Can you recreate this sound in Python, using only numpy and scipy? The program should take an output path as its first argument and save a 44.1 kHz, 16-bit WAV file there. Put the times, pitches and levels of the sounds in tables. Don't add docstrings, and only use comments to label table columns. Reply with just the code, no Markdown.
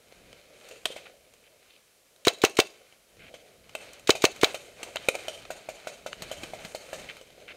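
import sys
import numpy as np
from scipy import signal
from scipy.fft import rfft, irfft
from scipy.io import wavfile
from scipy.ndimage import uniform_filter1d

SR = 44100
rng = np.random.default_rng(int(sys.argv[2]) if len(sys.argv) > 2 else 0)


def digitize_waveform(pressure):
    field = np.atleast_2d(pressure).T
    bounded = np.clip(field, -1, 1)
    quanta = np.round(bounded * 32767).astype(np.int16)
    wavfile.write(sys.argv[1], SR, quanta)


N = 333396

# start_s, blast_db, bolt_db
NEAR_SHOTS = [(2.2716, -3, 0), (2.4391, -.7, 0), (2.5903, -1.3, 0), (4.0945, -.6, 0), (4.2418, -1.5, 0),
              (4.4339, -2, -1)]
# lag_s
CYCLE_LAGS = [-.0215, -.0102, -.0050, .0030, .0102, .0150]
# peak_db, rise_s, t60_s, centre_hz, width_hz, fizz_over_peak_db, knock_db (on the body)
CYCLE_NOISE = [(-21, .0008, .035, 4500, 6500, -12, -14), (-27, .0004, .020, 3000, 4000, -18, -24),
               (-16, .0030, .060, 2500, 8000, -10, -30), (-14, .0030, .060, 2500, 5000, -14, -14),
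               (-4, .0003, .016, 4200, 5000, -14, 0), (-24, .0030, .120, 2000, 6000, -18, -30)]
# mode_hz, level_db, t60_s
BODY_MODES = [(1096, -57, 0.36), (2284, -26.5, 0.046), (2650, -40, 0.21), (3260, -63, 0.17),
              (3917, -18, 0.028), (6600, -53, 0.3)]
# start_s, thump_peak_db, thump_hz, crack_over_thump_db, ring_hz, echo_send_db
FAR_SHOTS = [(0.71, -40.5, 494, 0, 2610, 15.5), (0.902, -32, 503, -20, 2550, 0),
             (0.962, -31, 594, -6, 2240, -14), (3.339, -37.5, 576, -2.5, 3220, 7),
             (3.75, -26, 625, 1.5, 2650, 4.5), (4.151, -24.5, 644, -4, 2450, 9),
             (4.543, -25.5, 612, -1, 2550, 4), (4.957, -25, 597, 0.5, 2720, -13),
             (5.085, -11.5, 520, 0, 2430, -0.5), (5.151, -27, 625, 2, 2420, -5),
             (5.281, -25, 633, 0.5, 3050, 9.5), (5.503, -24.5, 640, -6.5, 1510, 9),
             (5.687, -25, 650, -8, 2400, 9.5), (5.87, -25, 627, -4.5, 1450, 9.5),
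             (6.061, -24.5, 608, -6.5, 1400, 9), (6.313, -25.5, 604, -5, 3090, 9.5),
             (6.534, -26, 673, -12.5, 2230, 11), (6.747, -24.5, 612, -7, 4370, 7),
             (6.929, -26, 607, -5.5, 1720, 11), (7.211, -41.5, 505, 0, 3010, 10),
             (7.378, -43.5, 567, -12, 2320, -9)]
# start_s, crack_peak_db, ring_hz, thump_over_crack_db, thump_hz, treble_over_crack_db, t60_s
SPLATS_AND_KNOCKS = [(0.6107, -46, 2610, -15, 432, -19, 0.027), (0.6861, -46, 2700, -14, 554, 6.5, 0.051),
                     (0.8544, -14.5, 3150, -11.5, 467, -7, 0.028), (1.3367, -49, 3250, -25, 423, 3, .02),
                     (2.1605, -52, 3840, -12, 550, 2, .012), (2.334, -52, 3930, -20, 550, 15, .012),
                     (2.385, -47, 3920, -22, 550, 2, .012), (2.496, -44, 3000, -18, 550, 9, .015),
                     (2.553, -47, 4200, -20, 550, 4, .012), (2.67, -44, 2600, -15, 550, 5, 0.014),
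                     (2.9237, -47, 2970, -8, 496, -14, 0.035), (3.693, -42.5, 2910, -30, 574, -5, 0.02),
                     (3.9314, -59.5, 2480, -10, 595, 21.5, 0.029), (3.9943, -46, 2600, -15, 528, 2.5, .02),
                     (4.317, -46, 3880, -20, 587, 9, .015), (4.3605, -39, 3940, -23, 580, 1, 0.024),
                     (4.535, -49, 3900, -20, 555, 10, 0.011), (4.8293, -26.5, 2700, -10, 364, -1.5, 0.051),
                     (4.9676, -22.5, 3080, -3, 1340, -29, 0.018),
                     (5.0444, -37, 2340, -24, 1280, -27, 0.012),
                     (5.4507, -36.5, 2500, -25, 549, -20, 0.022),
                     (6.1294, -26, 2920, -3, 1380, -25, 0.0042),
                     (6.2201, -28.5, 4220, -9.5, 165, -3.5, .054), (6.4326, -30, 2540, -3.5, 312, -6, 0.06),
                     (6.648, -29, 2430, -8, 185, -9, 0.074), (7.167, -41, 2320, -3, 1230, -2.5, 0.032),
                     (7.3015, -47, 3120, -5, 505, -7, 0.035)]
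# start_s, length_s (before the release), rms_db, centre_hz
SCUFFS_AND_BURST = [(0.973, 0.011, -47.5, 2270), (1.053, 0.013, -44.5, 1930), (1.436, 0.037, -61.5, 2400),
                    (1.693, 0.064, -62, 3220), (3.19, 0.1, -54, 2250), (4.79, 0.018, -43.5, 910),
                    (4.861, 0.028, -43.5, 905), (5.14, 0.017, -37.5, 1250), (6.632, 0.018, -50, 2180),
                    (7.086, 0.021, -42, 2370), (7.476, 0.043, -44, 2220)]
# time_s, crisp_db, body_db
RUSTLE_AND_WASH = [(0, -64, -64), (.29, -57, -58), (.44, -59, -57.5), (.7, -54.5, -53), (.82, -57, -60),
                   (.95, -50.5, -50.5), (1.2, -64.5, -60.5), (1.68, -60.5, -63), (2.1, -67.5, -67.5),
                   (2.501, -53.5, -52.5), (3.051, -67.5, -67), (3.3, -59, -54), (3.68, -57.5, -58),
                   (3.83, -49, -52.5), (4.1, -57, -59.5), (4.45, -44.5, -47), (4.74, -51.5, -53.5),
                   (4.86, -47.5, -49), (5.2, -45.5, -45.5), (5.68, -55, -57.5), (5.9, -52, -54),
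                   (6.19, -54, -52.5), (6.35, -47, -50.5), (6.59, -49, -50), (6.72, -48.5, -52),
                   (7.0, -44, -48.5), (7.24, -56.5, -58), (7.56, -57.5, -53.5)]
# time_s, level_db
WIND_LEVELS = [(0, -73), (.29, -60), (.46, -73), (.9, -64), (1.22, -73), (1.68, -75.5), (2.2, -76),
               (3.05, -76), (3.24, -61.5), (3.4, -70.5), (3.9, -62.5), (4.86, -63), (5.5, -59.5),
               (5.8, -68), (6.25, -56), (6.6, -56), (6.85, -67), (7.01, -56), (7.24, -69), (7.56, -62.5)]
# centre_hz, width_hz, level_db
HOUSING_PEAKS = [(582, 288, 9.5), (1393, 490, -9), (2373, 670, -6), (3064, 117, -4.5), (3954, 1060, -11),
                 (6550, 990, -13.5), (8400, 1600, -17.5), (12300, 13000, -21)]

FIRST_TRIP_S, TRIP_S = .00148, .00106
RETURN, TRIP_HZ = .82, 3500
FALL_S = .0004
PUSH_S, PUSH_DB = .0013, -7
RECOIL_S, RECOIL_DB = .00053, -20
CAVITY_DB = -15.5

RING_T60_S = .011
FAR_TREBLE_DB = -5
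FAR_TIGHT_T60_S, FAR_SMEARED_T60_S = .018, .072
SPLAT_ECHO_DB = 1.5

NEAR_TRUNKS, FAR_TRUNKS = (-18.5, .28), (-19.5, .62)
TREBLE_SHARE = .91
NEAR_ECHO_DB = -10

QUIET_DB, TREBLE_DB, TREBLE_PER_DB = -56, -70.5, 1.52

HOUSING_BASE_DB, HOUSING_BASE_HZ = -15, 6500
HOLE_HZ, HOLE_WIDTH_HZ, HOLE_DB = 10450, 900, -11
PREAMP_HISS_DB, TOP_HZ = -65, 15700


def undb(db):
    return 10 ** (np.asarray(db) / 20)


def rms(x, db):
    return x * undb(db) / np.sqrt(np.mean(x ** 2))


def peak(x, db):
    return x * undb(db) / np.max(np.abs(x))


def band(x, lo_hz, hi_hz):
    sos = signal.butter(2, [lo_hz, min(hi_hz, .45 * SR)], "bandpass", fs=SR, output="sos")
    return signal.sosfilt(sos, x)


def around(hz, width_hz):
    lo_hz = np.sqrt(hz ** 2 + width_hz ** 2 / 4) - width_hz / 2
    return lo_hz, lo_hz + width_hz


def decay(t, t60):
    return np.exp(-np.log(1000) * t / t60)


def add(track, s, x):
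    i = int(round(s * SR))
    track[i:i + len(x)] += x[:N - i]


def walk(rate):
    hold = int(SR / rate)
    levels = np.repeat(rng.standard_normal(N // hold + 1), hold)
    slewed = uniform_filter1d(uniform_filter1d(levels, hold), hold)
    return 1.3 * slewed[:N]


def barrel(colour):
    t = np.arange(int(.04 * SR)) / SR
    front = np.exp(-t / FALL_S) * (1 - np.exp(-t / .00004))
    soften = signal.butter(1, TRIP_HZ, fs=SR)
    wave = -undb(PUSH_DB) * signal.lfilter(*soften, front)
    s = PUSH_S
    for trip in range(1, 8):
        i = int(s * SR)
        wave[i:] += front[:-i]
        s += FIRST_TRIP_S if trip == 1 else TRIP_S
        front = -RETURN ** trip * signal.lfilter(*soften, front)
    wave = peak(band(wave, 285, 18000), 0)
    wave += peak(signal.fftconvolve(wave, colour)[:len(t)], CAVITY_DB)
    recoil = peak(band(t * np.exp(-t / RECOIL_S), 83, 400), RECOIL_DB)
    return peak(wave + recoil, 0)


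def burst(colour, rise, t60, lo_hz, hi_hz):
    t = np.arange(int(.2 * SR)) / SR
    puff = rng.standard_normal(len(t)) * (1 - np.exp(-t / rise)) * decay(t, t60)
    return signal.fftconvolve(band(puff, lo_hz, hi_hz), colour)


def body_ring():
    t = np.arange(int(.4 * SR)) / SR
    settle = 2000
    knocks = rng.standard_normal(len(t) + settle)
    return sum(rms(band(knocks, *around(hz, 69))[settle:], db) * decay(t, t60)
               for hz, db, t60 in BODY_MODES)


def marker(colour):
    out = np.zeros(N)
    blast = barrel(colour)
    for s, blast_db, bolt_db in NEAR_SHOTS:
        add(out, s - PUSH_S, undb(blast_db) * blast)
        for lag, step in zip(CYCLE_LAGS, CYCLE_NOISE):
            db, rise, t60, hz, width_hz, fizz_over_db, knock_db = step
            noise = burst(colour, rise, t60, *around(hz, width_hz))
            fizz = burst(colour, rise, t60, 5300, 19000)
            add(out, s + lag, peak(noise, db + bolt_db))
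            add(out, s + lag, peak(fizz, db + fizz_over_db + bolt_db))
            add(out, s + lag, undb(bolt_db + knock_db) * body_ring())
    return out


def pop(colour, thump_db, thump_hz, swings, crack_db, crack_hz, treble_db, t60, rise):
    t = np.arange(int(.06 * SR)) / SR
    swing = -np.sin(2 * np.pi * thump_hz * t)
    thump = swing * (1 - np.exp(-t / .00027)) * np.exp(-(t * thump_hz / swings) ** 2)
    ring = np.sin(2 * np.pi * crack_hz * t) * (1 - np.exp(-t / rise)) * decay(t, RING_T60_S)
    out = peak(burst(colour, rise, t60, 1100, 5500), crack_db)
    out += peak(burst(colour, rise / 2, t60, 5600, 12900), treble_db)
    add(out, 0, peak(thump, thump_db) + peak(ring, crack_db - 2))
    return out


def far_markers(colour):
    pops = []
    for s, thump_db, thump_hz, crack_over_db, ring_hz, echo_db in FAR_SHOTS:
        crack_db = thump_db + crack_over_db
        t60 = FAR_SMEARED_T60_S if crack_over_db < 0 else FAR_TIGHT_T60_S
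        x = pop(colour, thump_db, thump_hz, 2.7, crack_db, ring_hz, crack_db + FAR_TREBLE_DB, t60, .0022)
        pops.append((s, x, echo_db))
    return pops


def splats_and_knocks(colour):
    pops = []
    for s, crack_db, ring_hz, thump_over_db, thump_hz, treble_over_db, t60 in SPLATS_AND_KNOCKS:
        x = pop(colour, crack_db + thump_over_db, thump_hz, 1.6,
                crack_db, ring_hz, crack_db + treble_over_db, t60, .00014)
        pops.append((s, x, SPLAT_ECHO_DB))
    return pops


def firefight(colour):
    direct, send = np.zeros(N), np.zeros(N)
    for s, x, echo_db in far_markers(colour) + splats_and_knocks(colour):
        add(direct, s + .000995, x)
        add(send, s + .0026, undb(echo_db) * x)
    return direct, send


def woods(x):
    t = np.arange(int(1.2 * SR)) / SR
    lumps = rng.standard_normal(len(t)) * undb(2 * walk(150)[:len(t)])
    lumps *= 1 - np.exp(-t / .005)
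    low = rms(band(lumps, 150, 2700), -9.5)
    high = rms(band(lumps, 1700, 11000), 0)
    echo = np.zeros(len(t))
    for db, t60 in (NEAR_TRUNKS, FAR_TRUNKS):
        tail = low * decay(t, t60) + high * decay(t, t60 * TREBLE_SHARE)
        echo += undb(db) * np.sqrt(14 / t60 / SR) * tail
    return signal.fftconvolve(x, echo)[:N]


def crackle(colour, crackle_db):
    grain = 64
    levels = np.repeat(rng.exponential(1, N // grain + 1), grain)[:N]
    snaps = undb(crackle_db * levels)
    return signal.fftconvolve(rng.standard_normal(N) * snaps, colour)[:N]


def rustle_and_wash(colour):
    t = np.arange(N) / SR
    s, *columns = np.transpose(RUSTLE_AND_WASH)
    crisp_db, body_db = (np.interp(t, s, c) for c in columns)
    treble_db = TREBLE_DB + TREBLE_PER_DB * (crisp_db - QUIET_DB)
    bed, shared = crackle(colour, 1.5), walk(15)
    out = rms(band(bed, 250, 1050), 0) * undb(body_db + shared + walk(28))
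    out += rms(band(bed, 900, 5600), 0) * undb(crisp_db + 1.5 * shared + walk(30))
    out += rms(band(bed, 4000, 11000), 0) * undb(treble_db + 1.5 * shared + 2.3 * walk(9) + walk(30))
    return out


def scuffs_and_burst(colour):
    t = np.arange(N) / SR
    out = np.zeros(N)
    crunch = crackle(colour, 2.3)
    for s, length, db, hz in SCUFFS_AND_BURST:
        attack, release = (t - s) / .0051, (s + length - t) / .018 + 1
        gate = np.clip(np.minimum(attack, release), 0, 1)
        out += rms(band(crunch, *around(hz, 1870)), db) * gate
    return out


def wind():
    t = np.arange(N) / SR
    level_db = np.interp(t, *np.transpose(WIND_LEVELS)) + 1.8 * walk(7.9)
    return rms(band(rng.standard_normal(N), 28, 260), 0) * undb(level_db)


def housing(size=2048):
    f = np.arange(size // 2 + 1) * SR / size
    power = undb(2 * HOUSING_BASE_DB) / (1 + (f / HOUSING_BASE_HZ) ** 4)
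    for hz, width_hz, db in HOUSING_PEAKS:
        power = power + undb(2 * db) / (1 + (2 * (f - hz) / width_hz) ** 4)
    hole = np.log(undb(HOLE_DB)) * np.exp(-(2 * (f - HOLE_HZ) / HOLE_WIDTH_HZ) ** 2)
    cepstrum = irfft(np.log(power) / 2 + hole)
    cepstrum[1:size // 2] *= 2
    cepstrum[size // 2 + 1:] = 0
    return irfft(np.exp(rfft(cepstrum)))[:size // 2]


def scene():
    colour = housing()
    near = marker(colour)
    far, send = firefight(colour)
    echo = woods(send + undb(NEAR_ECHO_DB) * near)
    background = rustle_and_wash(colour) + scuffs_and_burst(colour) + wind()
    return (near + far + echo + background)[None]


def record(dry):
    hiss = rms(band(rng.standard_normal(N), 296, 12000), PREAMP_HISS_DB)
    wet = np.clip(dry + hiss, -1, 1)
    return signal.sosfilt(signal.ellip(12, .2, 120, TOP_HZ, fs=SR, output="sos"), wet)


dry = scene()
out = record(dry)
digitize_waveform(out)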